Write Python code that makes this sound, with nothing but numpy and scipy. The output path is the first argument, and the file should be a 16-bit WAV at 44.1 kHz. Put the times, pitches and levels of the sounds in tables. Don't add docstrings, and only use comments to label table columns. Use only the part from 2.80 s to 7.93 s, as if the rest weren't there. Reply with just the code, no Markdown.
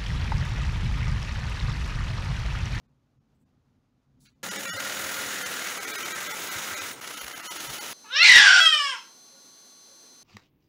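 import sys
import numpy as np
from scipy import signal
from scipy.fft import rfft, irfft, next_fast_len
from scipy.io import wavfile
from scipy.ndimage import uniform_filter1d, minimum_filter1d

SR = 44100
rng = np.random.default_rng(int(sys.argv[2]) if len(sys.argv) > 2 else 0)


def waveform_to_disk(signal):
    frames = np.transpose(np.atleast_2d(signal))
    scaled = np.clip(frames, -1, 1) * 32767
    samples = np.round(scaled).astype(np.int16)
    wavfile.write(sys.argv[1], SR, samples)


def natural_amplitude(level_db):
    exponent = np.asarray(level_db, float) / 20
    return 10 ** exponent


N = 226277
T = np.arange(N) / SR
HZ = np.maximum(np.fft.rfftfreq(next_fast_len(N), 1 / SR), 1)
SCENE_CHANGE_S = 4.2035


def rms_one(x):
    return x / np.sqrt(np.mean(x ** 2) + 1e-20)


def in_time(rows):
    s, *columns = np.transpose(rows)
    return [np.interp(T, s, c) for c in columns]


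def colour(points):
    hz, db = np.transpose(points)
    return natural_amplitude(np.interp(np.log(HZ), np.log(hz), db, left=-90, right=-90))


def filtered(x, gain):
    size = next_fast_len(N)
    return irfft(rfft(x, size) * gain, size)[:N]


def shaped(x, gain):
    return rms_one(filtered(x, gain))


def below(hz):
    return 1 / (1 + (HZ / hz) ** 8)


def drift(rate_hz):
    return shaped(rng.standard_normal(N), 1 / (1 + (HZ / rate_hz) ** 2))


def bump(s, length):
    return np.exp(-.5 * ((T - s) / length) ** 2)


def span(start, end, fade):
    return np.clip((T - start) / fade, 0, 1) * (T < end)


def strikes(per_s, spread_db):
    sizes = natural_amplitude(spread_db * np.minimum(rng.exponential(1, N), 5)) * rng.choice([-1, 1], N)
    return sizes * (rng.random(N) < per_s / SR)


# f/Hz, density/dB
STEADY_STEEL = [(35, -39), (60, -22), (196, -7.5), (252, -7), (434, -5.0), (533, -6), (1050, -6.5),
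                (1390, -1), (4630, -9.5), (6820, -8), (9160, -15.5), (10700, -12.5), (13800, -24.5),
                (16000, -21.5)]
LATE_STEEL = [(35, -35), (60, -16.5), (276, -4.0), (767, -5.0), (942, -3.0), (1080, -5.0), (1290, 1.5),
              (1660, -0.5), (5070, -9.0), (6510, -8.5), (9160, -16.0), (10300, -7.5), (13800, -23),
              (16000, -22)]
# t/s, level/dB
PRESSURE = [
    [(1.63, -35), (1.9, -34), (2.4, -32.5), (2.87, -33), (3.03, -35.5), (3.19, -33.5), (3.4, -34.5),
     (3.99, -34), (4.11, -36)],
    [(4.21, -40.5), (4.29, -38.5), (4.53, -40), (4.62, -42), (4.68, -37.5), (4.9, -37), (5.1, -38)],
]
# level re pressure/dB, share of its swing, of swells, of lift-off
STEADY_RANGES = [
    (-10.5, 0.46, 0.64, 0.31),
    (-4, 1.26, 0.94, 0.97),
    (-5.5, 0.94, .8, 0.82),
    (-9, 0.65, .6, 1),
]
LATE_RANGES = [
    (-8.5, 1.2, .77, 0),
    (-5, 0.2, 0.88, 0),
    (-4, 1.6, .83, 0),
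    (-8, 1.5, 0.72, 0),
]
DEEPER_S, DEEPER_TAKES_S = 2.75, 0.32


def saw():
    turn, swell_db, hum = crank()
    stroke_db = swell_db * (np.cos(turn) + .5 * np.cos(2 * turn + 0.55))
    stroke_db = stroke_db + hard_strokes() + .8 * drift(89)
    *_, start_db, deep_db, late_db = np.transpose(TUBE)
    deeper = span(DEEPER_S, 9, DEEPER_TAKES_S)
    stages = [(1 - deeper, start_db), (deeper, deep_db)]
    steady = cutting(PRESSURE[0], STEADY_RANGES, STEADY_STEEL, stages, stroke_db) + hum
    late = cutting(PRESSURE[1], LATE_RANGES, LATE_STEEL, [(0.98, late_db)], bites())
    late_gain = 0.14 * span(SCENE_CHANGE_S, 9, fade=0.0026) + 0.83 * span(4.2095, 9, fade=0.0023)
    return span(1.6295, SCENE_CHANGE_S, fade=0.0015) * steady + late_gain * late


LIFT_OFF_S, LIFT_OFF_DB, LIFT_OFF_LENGTH_S = 4.117, -13.5, 0.029
RING_FLICKER_DB, RING_FLICKER_HZ = 2, 6


def cutting(pressure, ranges, spectrum, stages, swell_db):
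    teeth = strikes(per_s=14000., spread_db=2.0)
    edges = [0, below(1100), below(2800), below(8000), 1]
    rings = [(share, tube(lift_db) - 1) for share, lift_db in stages]
    press_db, = in_time(pressure)
    mean_db = np.mean(np.transpose(pressure)[1])
    lift_off_db = LIFT_OFF_DB * span(LIFT_OFF_S, SCENE_CHANGE_S, LIFT_OFF_LENGTH_S)
    out = 0
    for (db, follows, part, lifts), low, high in zip(ranges, edges, edges[1:]):
        level_db = mean_db + db + follows * (press_db - mean_db) + lifts * lift_off_db
        load = natural_amplitude(part * swell_db + 0.9 * drift(25))
        even = np.sqrt(uniform_filter1d(load ** 2, size=4000))
        blows = teeth * load / even
        gain = colour(spectrum) * (high - low)
        ringing = sum(share * filtered(blows, gain * ring) for share, ring in rings)
        flicker = natural_amplitude(RING_FLICKER_DB * drift(RING_FLICKER_HZ))
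        out = out + natural_amplitude(level_db) * rms_one(filtered(blows, gain) + flicker * ringing)
    return out


# f/Hz, width/Hz, lift/dB at start, deeper in, late
TUBE = [(970, 63, 0, 3, 1), (1306, 30, 4, 7, 3.5), (1418, 18, 9, 7.5, 5), (1579, 18, 7.5, 8.5, 1.5),
        (1720, 40, 3, -0.5, -0.5), (1895, 40, 6.5, 3.5, 0.5), (2038, 79, 6, 5, 4), (2270, 190, 1, 4.5, 1.5),
        (2952, 150, 4, 2.5, 4.5), (3450, 60, 1.5, 3, 1.5), (3780, 270, 4, 4, 0), (4348, 80, 4.5, 2.5, 3),
        (4700, 260, -1, -4, -4), (4930, 40, 4, 4, 1), (5870, 78, 3.5, 4, 5), (6630, 200, 4, 5, 6),
        (6745, 28, 4, 3, 4), (6890, 45, 7, -1.5, 0.5), (8546, 70, 6.5, 5, 3.5), (9990, 81, 2.5, 4.5, 7.5),
        (10545, 80, 8.5, 4.5, 5), (11550, 190, 3, 1, 3), (14770, 108, -3, -6, -6),
        (14720, 920, 13, 13.5, 15.5)]


def tube(lift_db):
    poles = [(natural_amplitude(db) - 1) / (1 + 2j * (HZ - row[0]) / row[1]) for row, db in zip(TUBE, lift_db)]
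    return 1 + sum(poles)


# t/s, peak level/dB
HARD_STROKES = [(1.7592, -22.5), (1.7925, -24.5), (2.0026, -22), (2.061, -24), (2.084, -26), (2.1323, -24),
                (2.2785, -27), (2.3409, -23), (2.6414, -23), (2.6691, -24.5), (2.73, -24), (2.8592, -22),
                (2.8841, -22), (2.9096, -20), (2.967, -24), (3.0034, -30.5), (3.0293, -20), (3.0755, -24),
                (3.0937, -26), (3.1949, -26), (3.373, -23), (3.4025, -21), (3.4237, -22), (3.4523, -26.5),
                (3.5064, -22), (3.5606, -28), (3.6339, -22), (3.7357, -25), (3.7841, -24), (3.8095, -27),
                (3.927, -26)]
STROKE_USUAL_DB, STROKE_PEAK_S, STROKE_RISE_S, STROKE_FALL_S = -26, .003, .002, .006


def hard_strokes():
    extra_db = 0
    for s, db in HARD_STROKES:
        peak_s = s + STROKE_PEAK_S
        swell = np.where(T < peak_s, bump(peak_s, STROKE_RISE_S), bump(peak_s, STROKE_FALL_S))
        extra_db = extra_db + (db - STROKE_USUAL_DB) * swell
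    return extra_db


# t/s, swell/dB
BITES = [(4.214, 3), (4.247, 4), (4.277, 8.5), (4.298, 5), (4.311, 9), (4.343, 6.5), (4.377, 9),
         (4.416, 12.5), (4.435, 8), (4.445, 11.5), (4.467, 5.5), (4.482, 12.5), (4.501, 5.5), (4.514, 9),
         (4.547, 10), (4.57, 5), (4.579, 9.5), (4.601, 5), (4.637, 2.5), (4.665, 3.5), (4.716, 6),
         (4.765, 5), (4.806, 6.5), (4.85, 6), (4.898, 5.5), (4.941, 8), (4.97, 0.5), (5.032, 2),
         (5.062, 5.5), (5.084, 3)]
BITE_S, QUICK_BITE_SHARE = 0.0058, 0.15


def bites():
    lengths = np.minimum(BITE_S, QUICK_BITE_SHARE * np.gradient(np.transpose(BITES)[0]))
    catches_db = sum(db * bump(s, length) for (s, db), length in zip(BITES, lengths))
    return catches_db + 0.71 * drift(64)


# t/s, swell per stroke/dB, hum level/dB
CRANK = [(1.63, 2.5, -47), (1.89, 3.5, -44.5), (2.49, 1, -46), (2.9, 2.5, -53), (3.7, 1, -56.5),
         (3.95, -1, -55), (4.09, 3, -60.5), (4.2, -1, -70)]
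# t/s, stroke rate/Hz
SPEED = [(1.63, 41.8), (1.99, 41.2), (2.5, 41.1), (2.69, 38), (2.9, 38.4), (3.15, 39.32), (3.45, 38.4),
         (3.9, 41), (4.2, 41)]
# multiple of stroke rate, level/dB
HUM = [(1, -36.5), (2, -23.5), (3, -11), (4, -58), (5, -4.5), (6, -16), (7, -3.5), (8, -12), (9, -25.5),
       (10, -6.5), (11, -20.5), (12, -9), (13, 1), (14, -8.5), (15, -4.5), (16, -34), (17, -9.5), (18, -43),
       (19, -42), (20, -31.5), (21, -7.5), (22, -16), (23, -16.5), (24, -11.5), (25, -19), (26, -38)]
CRANK_START_TURNS = -.62


def crank():
    swell_db, hum_db = in_time(CRANK)
    turn = 2 * np.pi * (CRANK_START_TURNS + np.cumsum(in_time(SPEED)[0]) / SR)
    hum = 0
    for order, db in HUM:
        hum = hum + natural_amplitude(db + 1.6 * drift(5.5)) * np.sin(order * turn + 2 * np.pi * rng.random())
    return turn, swell_db, natural_amplitude(hum_db) * rms_one(hum)


# start t/s, hold/s, level/dB, decay/(dB/s)
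SKIN_HISS = [
    (1.405, .055, -69.5, 550),
    (1.399, 0.066, -82, 200),
]
NAIL_SCRATCH = [
    (1.405, .045, -83, 400),
    (1.4555, 0.018, -59.5, 650),
    (1.49, .03, -88, 130),
]
# f/Hz, density/dB
SKIN_COLOUR = [(2900, -31), (3600, -3), (6000, 0), (7870, 2), (8920, -5), (10100, 3), (13700, -14),
               (15800, 2)]
NAIL_COLOUR = [(590, -51), (1000, -20), (1490, -4), (1820, -12), (2250, -6), (3470, -4), (4470, 1),
               (5360, -17), (6000, -4.5), (8000, -18), (10400, -54), (17600, -120)]


def finger():
    hiss = held(SKIN_HISS) * shaped(rng.standard_normal(N), colour(SKIN_COLOUR))
    scratch = shaped(strikes(per_s=4600.0, spread_db=2.5), colour(NAIL_COLOUR))
    return hiss + held(NAIL_SCRATCH) * scratch


SLIP_RISE_DB_PER_S = 4500


def held(rows):
    total = 0
    for s, hold, db, fall in rows:
        rise_db = SLIP_RISE_DB_PER_S * np.maximum(s - T, 0)
        total = total + natural_amplitude(db - rise_db - fall * np.maximum(T - s - hold, 0))
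    return total


# t/s, peak level/dB
CLANK = [
    (4.1305, -34),
]
# f/Hz, level/dB, t60/s
CLANK_MODES = [(5862, -28, 0.29), (6137, -8, 0.16), (6702, -12, 0.46), (8600, 2, 0.29), (9889, 9, 0.063),
               (10540, -1, 0.09)]


def clank():
    (s, peak_db), = CLANK
    age = np.maximum(T - s, 0)
    rings = sum(natural_amplitude(db - 60 * age / t60) * np.sin(2 * np.pi * hz * age) for hz, db, t60 in CLANK_MODES)
    return natural_amplitude(peak_db - 17) * rings * (T < SCENE_CHANGE_S)


# t/s, peak level/dB, f/Hz, length/s
JOLTS = [(1.70, -48, 180, 0.063), (1.904, -50, 158, 0.054), (1.96, -47, 100, 0.032), (2.199, -54, 85, .03),
         (2.256, -53, 85, .03), (2.4, -50, 110.6, 0.026), (2.47, -53, 75, .03), (2.68, -56.5, 85, 0.023),
         (2.962, -54.5, 110, .03), (3.766, -41, 104, 0.012), (3.931, -48.5, 96, 0.024),
         (4.025, -51.5, 95, 0.03), (4.45, -51, 60, 0.031), (4.897, -46.5, 131.4, 0.023),
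         (4.899, -52.5, 48, .05)]


def jolts():
    return sum(natural_amplitude(db) * bump(s, length / 2) * np.sin(2 * np.pi * hz * (T - s)) for s, db, hz, length in JOLTS)


# t/s, level/dB, length/s
TOUCHES = [
    (.557, -89, 0.0098),
    (0.588, -99, .015),
    (0.618, -84, .012),
]


def touches():
    lift_db = [14 * (row[0] > 7000) for row in TUBE]
    tap_colour = colour([(6500, -7), (7800, 11), (9000, -5), (15800, -11)])
    tone = shaped(rng.standard_normal(N), tube(lift_db) * tap_colour)
    return tone * sum(natural_amplitude(db) * bump(s, length) for s, db, length in TOUCHES)


# f/Hz, density/dB
AIR = [(21, -33), (35, -13), (106, -8.5), (138, -2.5), (173, -15), (252, -8.5), (340, -21), (598, -26.5),
       (1200, -31.5), (1590, -35.5), (1850, -38), (7000, -45.5), (9100, -76), (15400, -120)]
MIC_HISS = [(7000, -62), (7700, -53), (9000, -54), (14000, -55), (15000, -64), (16000, -61)]
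AIR_DB, AIR_WANDER_DB, AIR_SINKS_DB_PER_S = -66.5, 2.1, 0.5


def workshop():
    air = filtered(rng.standard_normal(N), np.hypot(colour(AIR) * below(10200) ** 2, colour(MIC_HISS)))
    wander_db = 0.5 * drift(16) + AIR_WANDER_DB * drift(4.1)
    lumps = natural_amplitude(AIR_DB + wander_db - AIR_SINKS_DB_PER_S * np.minimum(T, 2))
    low = filtered(air, below(400))
    return (lumps * low + natural_amplitude(AIR_DB - 0.4 + 1.1 * drift(11)) * (air - low)) / np.std(low)


def scene():
    return (saw() + clank() + jolts() + finger() + touches() + workshop())[None]


# t/s, level kept/dB, three surest whistles f/Hz
DROPOUTS = [(.075, -14, 800, 1510, 2400), (.395, -14, 700, 1300, 2100), (.647, -14, 700, 1200, 2480),
            (1.481, -28, 1430, 4620, 5800), (1.543, -14, 2400, 3610, 6900), (1.781, -28, 1990, 3580, 5420),
            (1.887, -15, 1356, 4250, 10570), (1.952, -20, 3600, 4930, 6920), (1.983, -40, 530, 1577, 3950),
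            (2.645, -27, 1587, 1720, 6180), (2.995, -39, 407, 1300, 9950), (3.062, -23, 450, 5870, 6450),
            (3.128, -25, 2350, 3830, 5430), (3.242, -24, 3100, 5850, 6700), (3.336, -26, 320, 1570, 6700),
            (3.487, -40, 580, 1318, 3420), (3.531, -44, 875, 5610, 10300), (3.701, -28, 3740, 4100, 4950),
            (3.956, -46, 590, 6650, 9840), (4.0, -18, 1342, 2430, 10100), (4.358, -33, 1390, 3710, 9910),
            (4.403, -36.5, 3100, 4470, 5870), (4.545, -27, 3040, 6780, 10380),
            (4.62, -29, 2000, 10050, 11400), (4.788, -32, 280, 4300, 9890), (4.887, -18, 2000, 6700, 10380)]
WIDE_DROPOUTS = [(1.7012, -19, 190, 2900, 4970), (1.869, -27, 540, 4340, 6210),
                 (3.172, -14, 4940, 6270, 8140), (4.998, -21, 820, 4480, 7120)]
DOUBLE_DROPOUTS = [(1.9055, -43, 2890, 3460, 5450), (1.92685, -43, 2910, 6700, 12340),
                   (4.6805, -45, 1240, 2990, 5840), (4.70184, -45, 970, 1270, 5860)]
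MORE_WHISTLES = [(1910, 5870, 6890, 10360), (2370, 2710, 3940, 10550), (390, 3770, 10530, 11080),
                 (3010, 5750, 10120, 10390), (160, 1850, 6910, 10580), (1520, 1930, 5470, 10550),
                 (4270, 6600, 9960, 11520), (3040, 6720, 9910, 11520)]
# f/Hz, level/dB
STANDS_DB = [(2000, 11.5), (12000, 16.5)]
FRAME = round(1024 * SR / 48000)
WHISTLE_COUNT, WHISTLE_DB, WHISTLE_APART_LINES = 7, 21, 19
RING_FAVOUR, WIDE_STRICTER_DB = 1.2, 3.5
SQUARENESS = 9


def dropouts(x):
    out, n, k = x.copy(), np.arange(2 * FRAME) + .5, np.arange(FRAME) + .5
    cosines = np.cos(np.pi / FRAME * np.outer(k, n + FRAME / 2))
    sine = np.sin(np.pi * n / (2 * FRAME))
    squarer = signal.windows.kaiser_bessel_derived(2 * FRAME, np.pi * SQUARENESS)
    hz = k * SR / (2 * FRAME)
    need_db = np.interp(hz, *np.transpose(STANDS_DB)) + 99 * (hz > 15500)
    rings_db = [np.interp(hz, HZ, 20 * np.log10(np.abs(tube(lift_db)))) for lift_db in np.transpose(TUBE)[3:]]
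    holes = [(*row, *more) for row, more in zip(WIDE_DROPOUTS + DOUBLE_DROPOUTS, MORE_WHISTLES)]
    broad, twice = holes[:len(WIDE_DROPOUTS)], holes[len(WIDE_DROPOUTS):]
    for wide, window, table in [(0, sine, DROPOUTS), (1, squarer, broad), (1, sine, twice)]:
        basis = window * cosines
        for s, left_db, *surest_hz in table:
            frame = slice(round(s * SR) - FRAME, round(s * SR) + FRAME)
            lines = basis @ x[frame]
            level_db = 20 * np.log10(np.abs(lines) + 1e-12)
            local_db = uniform_filter1d(level_db, size=70)
            height_db = level_db - local_db - need_db - 6.0 * wide * (hz < 900)
            kept = lines * natural_amplitude(np.where(height_db > WIDE_STRICTER_DB * wide, 2.5, left_db))
            rank = height_db + RING_FAVOUR * rings_db[int(s > SCENE_CHANGE_S)]
            rank = rank - 6.0 * (hz > 11000) - 3.0 * (hz > 3500)
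            rank[np.searchsorted(hz, surest_hz)] += 30
            alone = rank == -minimum_filter1d(-rank, size=WHISTLE_APART_LINES)
            count = WHISTLE_COUNT + 2 * wide if s > 1.4 else 1
            tones = np.argsort(rank + 99 * alone)[-count:]
            whistle_db = WHISTLE_DB - 12 * (s < 1.4)
            kept[tones] = np.sign(lines[tones]) * natural_amplitude(local_db[tones] + whistle_db)
            out[frame] += (kept - lines) @ basis * 2 / FRAME
    return out


def roll_off(x):
    return signal.sosfilt(signal.butter(12, 16800, fs=SR, output="sos"), x)


def record(dry):
    mix = dropouts(.1 * np.tanh(dry[0] / 0.094))
    mix = signal.sosfilt(signal.ellip(16, .5, 75, 15740, fs=SR, output="sos"), mix)
    return roll_off(mix[None])


dry = scene()
out = record(dry)
waveform_to_disk(out)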